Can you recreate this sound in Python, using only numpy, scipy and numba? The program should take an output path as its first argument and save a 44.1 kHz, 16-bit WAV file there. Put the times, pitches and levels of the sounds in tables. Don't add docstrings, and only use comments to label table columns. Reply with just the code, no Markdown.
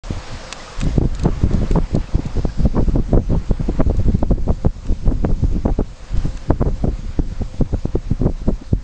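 import sys
import numpy as np
from scipy import signal
from scipy.fft import rfft, irfft, next_fast_len
from scipy.io import wavfile
from scipy.ndimage import uniform_filter1d, map_coordinates
from numba import njit

SR = 44100
rng = np.random.default_rng(int(sys.argv[2]) if len(sys.argv) > 2 else 0)


def wav_out(sig):
    wavfile.write(sys.argv[1], SR, np.round(np.clip(np.atleast_2d(sig).T, -1, 1) * 32767).astype(np.int16))


N = 389403

# centre_s, level_db, length_s, corner_hz
STRONG_EDDIES = [(0.859, -23, 0.066, 360), (1.021, -13, 0.017, 615), (1.048, -14, 0.021, 503),
                 (1.271, -12.5, 0.039, 900), (1.45, -16, 0.034, 418), (1.549, -20, 0.063, 514),
                 (1.626, -20.5, .037, 474), (1.714, -17.5, .01, 465), (1.773, -11.5, 0.031, 880),
                 (1.965, -14, 0.032, 580), (2.152, -18.5, 0.011, 272), (2.192, -20, 0.019, 380),
                 (2.259, -21.5, 0.012, 260), (2.379, -24, 0.036, 544), (2.598, -19.5, 0.019, 322),
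                 (2.66, -12, 0.019, 434), (2.783, -15.5, 0.048, 850), (2.888, -18.5, 0.016, 487),
                 (2.974, -16.5, 0.051, 550), (3.143, -11, 0.023, 593), (3.178, -10, 0.032, 700),
                 (3.342, -17.5, 0.058, 540), (3.51, -16, 0.015, 505), (3.606, -19.5, 0.017, 424),
                 (3.693, -17, 0.017, 517), (3.808, -12, .021, 860), (3.874, -17, .01, 330),
                 (3.905, -15.5, .017, 467), (4, -20.5, 0.018, 343), (4.09, -16.5, 0.022, 300),
                 (4.15, -18, 0.014, 290), (4.237, -16, 0.022, 670), (4.316, -13.5, .026, 553),
                 (4.385, -24.5, 0.014, 350), (4.495, -18.5, 0.031, 680), (4.662, -11, 0.016, 705),
                 (4.91, -27, 0.035, 365), (5.093, -20, 0.06, 722), (5.246, -16, 0.023, 656),
                 (5.306, -20.5, 0.024, 660), (5.441, -16.5, 0.014, 313), (5.562, -21.5, .021, 302),
                 (5.66, -14.5, 0.0089, 790), (5.689, -17.5, 0.03, 796), (5.804, -15.5, 0.021, 680),
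                 (6.26, -24, 0.011, 453), (6.515, -12.5, 0.019, 735), (6.616, -17, 0.021, 666),
                 (6.662, -17.5, 0.027, 510), (6.686, -17, 0.0097, 910), (6.847, -13, 0.01, 784),
                 (6.882, -17, 0.023, 474), (7.196, -12, 0.0089, 380), (7.418, -22, 0.014, 496),
                 (7.618, -14, 0.016, 445), (7.737, -20, 0.02, 590), (7.96, -14, 0.012, 476),
                 (8.121, -15.5, 0.014, 348), (8.246, -17, 0.035, 500), (8.27, -11, 0.012, 860),
                 (8.292, -18, 0.012, 500), (8.493, -14.5, 0.024, 580)]
# snap_s, peak_db, corner_hz
PRESSURE_JUMPS = [(0.108, -9, 550), (0.172, -21, 445), (.982, 1.5, 580), (1.247, -8.5, 596),
                  (1.7872, -1.5, 1400), (2.4526, -5, 980), (3.1331, -7, 890), (3.8069, -2, 1620),
                  (4.649, -6, 1210), (5.2489, -6.5, 2100), (5.6608, -5.5, 930), (5.79, -4.5, 744),
                  (6.5067, -0.5, 1310), (6.626, -2.5, 1350), (7.6117, -3.5, 760), (7.856, -5.5, 730),
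                  (8.217, -4.5, 596), (8.733, -1, 486)]
# time_s, rumble_db
BREEZE_LEVELS = [(.05, -29.5), (.55, -40), (.78, -34.5), (1.0, -19.5), (1.7, -26), (2.05, -32),
                 (2.55, -31.5), (2.85, -18.5), (3.46, -28), (4.1, -16), (4.78, -32), (5.25, -15.5),
                 (5.7, -28.5), (5.92, -33), (6.7, -26), (7.3, -25), (7.9, -36), (8.3, -24.5), (8.6, -31)]


def amp(db):
    return 10 ** (np.asarray(db) / 20)


def unit(x):
    return x / np.sqrt(np.mean(x ** 2) + 1e-20)


def curves(rows):
    times, *columns = np.transpose(rows)
    return [np.interp(np.arange(N) / SR, times, column) for column in columns]


def wobble(knots_per_s):
    knots = rng.standard_normal(int(N * knots_per_s / SR) + 4)
    return map_coordinates(knots, [np.arange(N) * knots_per_s / SR])


def filtered(x, response):
    size = next_fast_len(len(x) + 8192)
    return irfft(rfft(x, size) * response(np.fft.rfftfreq(size, 1 / SR)), size)[:len(x)]


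def colour(points):
    point_hz, db = np.transpose(points)
    return lambda hz: amp(np.interp(np.log(hz + 1), np.log(point_hz + 1), db))


def resonances(modes):
    return lambda f: sum((-1) ** k * amp(db) * 1j * f * width / (hz * hz - f * f + 1j * f * width)
                         for k, (hz, width, db) in enumerate(modes))


def noise(response):
    return unit(filtered(rng.standard_normal(N), response))


def patchy(x, depth_db):
    spectra = signal.stft(x, nperseg=512)[2]
    field = uniform_filter1d(rng.standard_normal(spectra.shape), size=7, axis=0)
    field = unit(uniform_filter1d(field, size=12, axis=1))
    return unit(signal.istft(spectra * amp(depth_db * field), nperseg=512)[1][:N])


def add(track, start_s, sound):
    i = int(np.clip(round(start_s * SR), 0, N - 1))
    track[i:i + len(sound)] += sound[:N - i]


@njit
def swept_lowpass(x, corner_hz):
    step = 1 - np.exp(-2 * np.pi * corner_hz / SR)
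    y, state = np.empty_like(x), np.zeros(4)
    for i in range(len(x)):
        value = x[i]
        for k in range(4):
            state[k] += step[i] * (value - state[k])
            value = state[k]
        y[i] = value
    return y


def wind_pressure(surge_db=-14, db_per_doubling=2.2, rise_s=0.0094, fall_s=0.025, spread=0.38):
    # peak_s, rumble_db, length_s
    thumps = [(.17, -30, .01), (.33, -23.5, .02), (4.08, -13.5, .03), (4.39, -12.5, 0.025),
              (4.9, -12.5, 0.014), (5.5, -14, 0.027), (6.16, -14, 0.04), (6.255, -11.5, 0.0064),
              (6.74, -19.5, 0.026), (7.04, -21.5, 0.032), (7.26, -18.5, 0.033), (8.07, -19.5, 0.0085),
              (8.745, -14.5, 0.0081)]
    strikes = [row[:3] for row in STRONG_EDDIES] + [(s, db - 14, .01) for s, db, _ in PRESSURE_JUMPS]
    surges = [(s, surge_db + 0.57 * (db + 17) + db_per_doubling * np.log2(length_s / .025), length_s)
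              for s, db, length_s in strikes]
    t = np.arange(N // 16) * 16 / SR
    push = np.zeros(len(t))
    for peak_s, db, length_s in surges + list(thumps):
        width_s = np.where(t < peak_s, rise_s, fall_s) + spread * length_s
        push = np.maximum(push, amp(db) * np.exp(-.5 * ((t - peak_s) / width_s) ** 2))
    return np.hypot(amp(curves(BREEZE_LEVELS)[0]), np.interp(np.arange(N) / SR, t, push))


def rumble(level_db=1.0, flutter_db=-21, lumps_db=6, heave_db=2.5):
    # frequency_hz, density_db
    push_spectrum = [(8, -5.5), (18, 2), (30, 1.5), (55, -6.5), (95, -12), (160, -19.5), (300, -30),
                     (600, -56.5), (1500, -78.5)]
    flutter_spectrum = [(40, -16), (120, -3), (250, 0.5), (450, -10), (900, -28.5), (2000, -46.0)]
    push = noise(colour(push_spectrum))
    push /= np.sqrt(np.abs(uniform_filter1d(push ** 2, size=5000)) + .08)
    push = unit(push * amp(heave_db * wobble(28)))
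    flutter = unit(noise(colour(flutter_spectrum)) * amp(lumps_db * wobble(55)))
    return wind_pressure() * (amp(level_db) * push + amp(flutter_db) * flutter)


def sea_and_rail(wash_db=8.0, foam_db=3, tones_db=-1):
    # time_s, wash_db, foam_db
    heard_levels = [(0.05, -46.5, -45.5), (0.66, -44.5, -44.5), (1.1, -49, -48.5), (1.58, -44.5, -46.5),
                    (1.85, -48.5, -47.5), (2.36, -48.5, -49), (2.9, -54.5, -52), (3.73, -50, -50),
                    (4.24, -56.5, -51.5), (5.87, -56, -53), (6.26, -51.5, -48.5), (6.58, -55, -51.5),
                    (8.33, -55, -52.5), (8.8, -58, -53.5)]
    # frequency_hz, density_db
    wash_spectrum = [(40, -10), (100, -1), (200, 1.5), (380, -3), (550, 1.5), (1000, 0), (1600, -4),
                     (2700, -9), (4000, -14), (8000, -38)]
    # frequency_hz, density_db
    foam_spectrum = [(800, -20.5), (2000, -4), (3100, -3.5), (4000, -0.5), (4900, -2), (5600, -3),
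                     (6400, -1), (7500, -5), (9000, -5)]
    # time_s, level_db
    fizz_levels = [(.1, -6), (.45, -0.5), (1.3, -7), (2.1, -6), (2.6, 2), (3.1, -10.5), (4.8, -7),
                   (8.8, -7)]
    # pitch_hz, width_hz, level_db
    rail_tones = [(102, 8, -1), (519.6, 19, 6.5), (2585, 90, -24.5)]
    wash_level, foam_level = curves(heard_levels)
    wash = amp(wash_level + wash_db + wobble(18)) * patchy(noise(colour(wash_spectrum)), depth_db=1.34)
    foam_gain = amp(foam_level + foam_db + 0.88 * wobble(29))
    foam = foam_gain * patchy(noise(colour(foam_spectrum)), depth_db=1.6)
    fizz = amp(foam_level + curves(fizz_levels)[0]) * noise(resonances([(4890, 900, 0)]))
    singing = amp(foam_level + tones_db) * noise(resonances(rail_tones))
    return wash + foam + fizz + singing


def pops(build_cycles=1.08, leak_cycles=0.96):
    out, t = np.zeros(N), np.arange(-SR // 30, SR // 30) / SR
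    signs = rng.choice([-1, 1], len(PRESSURE_JUMPS))
    for (snap_s, db, corner_hz), sign in zip(PRESSURE_JUMPS, signs):
        relax_s = np.where(t < 0, build_cycles, leak_cycles) / corner_hz
        jump = np.sign(t) * np.exp(-np.abs(t) / relax_s)
        pop = swept_lowpass(jump, np.full(len(t), float(corner_hz)))
        steepest_s = np.diff(pop).argmax() / SR
        add(out, snap_s - steepest_s, sign * amp(db) * pop / np.abs(pop).max())
    return out


def ticks(level_db=1, rattle=0.33, rattle_t60_s=0.022, body_below_hz=3000):
    # start_s, peak_db, body_db
    contacts = [(0.526, -8, -1), (.803, -19.5, -6), (0.8133, -13, 3.5), (0.84, -26, -14), (1.15, -22.5, -9),
                (1.1957, -25.5, -3), (1.235, -22.5, -13), (1.536, -28, -23), (1.713, -22, 1),
                (1.953, -22, -17), (2.263, -31, -18), (3.969, -29.5, -20), (4.1898, -33.5, -5),
                (4.868, -30, -1), (6.1715, -30.5, -8), (6.3732, -30, -1)]
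    # pitch_hz, width_hz, level_db
    plastic_modes = [(520, 140, -12), (1010, 690, -7), (1640, 730, -2.5), (2650, 440, -1),
                     (3760, 510, -5.5), (4620, 830, -8.5), (6130, 920, -5.5), (8100, 2250, -9.5)]
    out, t = np.zeros(N), np.arange(SR // 10) / SR
    for start_s, peak_db, body_db in contacts:
        force = rattle * rng.standard_normal(len(t)) * amp(-60 * t / rattle_t60_s)
        force[0] += 2
        modes = [(hz, width, db + body_db * (hz < body_below_hz)) for hz, width, db in plastic_modes]
        ring = filtered(force, resonances(modes))
        add(out, start_s, amp(peak_db + level_db) * ring / np.abs(ring).max())
    return out


def bubbles(life_s=0.021, rise_per_life=.06):
    # start_s, peak_db, pitch_hz
    plinks = [(0.599, -33, 1950), (.675, -34, 1220), (2.07, -42, 2540), (2.491, -36, 1580)]
    out, t = np.zeros(N), np.arange(SR // 12) / SR
    envelope = t / life_s * np.exp(-5 * t / life_s)
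    envelope /= envelope.max()
    for start_s, db, pitch_hz in plinks:
        phase = 2 * np.pi * pitch_hz * t * (1 + rise_per_life * t / (2 * life_s))
        add(out, start_s, amp(db) * envelope * np.sin(phase))
    return out


def small_eddies(per_s=5, offset_db=-4.5, scatter_db=1, length_s=.011, corner_hz=305):
    when, weakness, size = rng.random((int(per_s * N / SR), 3)).T
    times = when * N / SR
    breeze_db = np.interp(times, *np.transpose(BREEZE_LEVELS))
    levels = breeze_db + offset_db + scatter_db * (1 - 2 * weakness)
    lengths = length_s * (.5 + size)
    return [(s, db, length, corner_hz) for s, db, length in zip(times, levels, lengths)]


def buffets(level_db=1.0, grit_db=2.5, crackle_db=1.56, brightening=0.56, edge=2.8, skirt=0.5):
    # frequency_hz, density_db
    eddy_spectrum = [(15, -23.5), (40, 4), (100, 1.5), (200, 2), (500, -0.5), (1200, -3), (3000, -8),
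                     (9000, -19)]
    out, t = np.zeros(N), np.arange(-SR // 8, SR // 8) / SR
    jolts = wobble(280)
    turbulence = noise(colour(eddy_spectrum)) * amp(grit_db * jolts)
    above_rumble = signal.butter(2, 150, "highpass", fs=SR, output="sos")
    eddies = list(STRONG_EDDIES) + small_eddies()
    offsets = rng.integers(0, N - len(t), len(eddies))
    for (centre_s, db, length_s, corner_hz), i in zip(eddies, offsets):
        length_s = max(length_s, .006)
        span = slice(i, i + len(t))
        speed = (1 + np.abs(2 * t / length_s) ** (2 * edge)) ** -skirt * signal.windows.hann(len(t))
        sweep_hz = corner_hz * (0.17 + 0.79 * speed ** brightening) * amp(crackle_db * jolts[span])
        burst = speed ** 0.57 * swept_lowpass(turbulence[span], sweep_hz)
        power = np.sum(signal.sosfilt(above_rumble, burst) ** 2) / (length_s * SR)
        add(out, centre_s + t[0], amp(db + level_db) * burst / np.sqrt(power))
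    return out


def scene():
    return (buffets() + pops() + rumble() + sea_and_rail() + bubbles() + ticks())[None]


@njit
def peak_follower(x, decay_per_sample):
    y = x.copy()
    for i in range(1, len(y)):
        y[i] = max(y[i], y[i - 1] * decay_per_sample)
    return y


def limiter(x, ceiling_db=-8.5, max_cut_db=7, attack_s=0.0081, release_s=0.068, deaf_below_hz=70):
    sensed = signal.sosfilt(signal.butter(1, deaf_below_hz, "highpass", fs=SR, output="sos"), x)
    over_db = np.clip(20 * np.log10(np.abs(sensed) + 1e-9) - ceiling_db, 0, max_cut_db)
    held_db = peak_follower(over_db, np.exp(-1 / (release_s * SR)))
    step = 1 - np.exp(-1 / (attack_s * SR))
    cut_db = signal.lfilter([step], [1, step - 1], held_db)
    return x * amp(-cut_db)


def record(dry, start_s=.036, top_hz=10400):
    # frequency_hz, gain_db
    microphone_response = [(20, 0), (7500, 0), (8300, -5), (9000, -13), (9700, -25), (10300, -38)]
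    limited = limiter(dry[0]) * (np.arange(N) > start_s * SR)
    rounded = limited / (1 + (limited / .95) ** 8) ** (1 / 8)
    return filtered(rounded, lambda hz: colour(microphone_response)(hz) * (hz < top_hz))[None]


dry = scene()
out = record(dry)
wav_out(out)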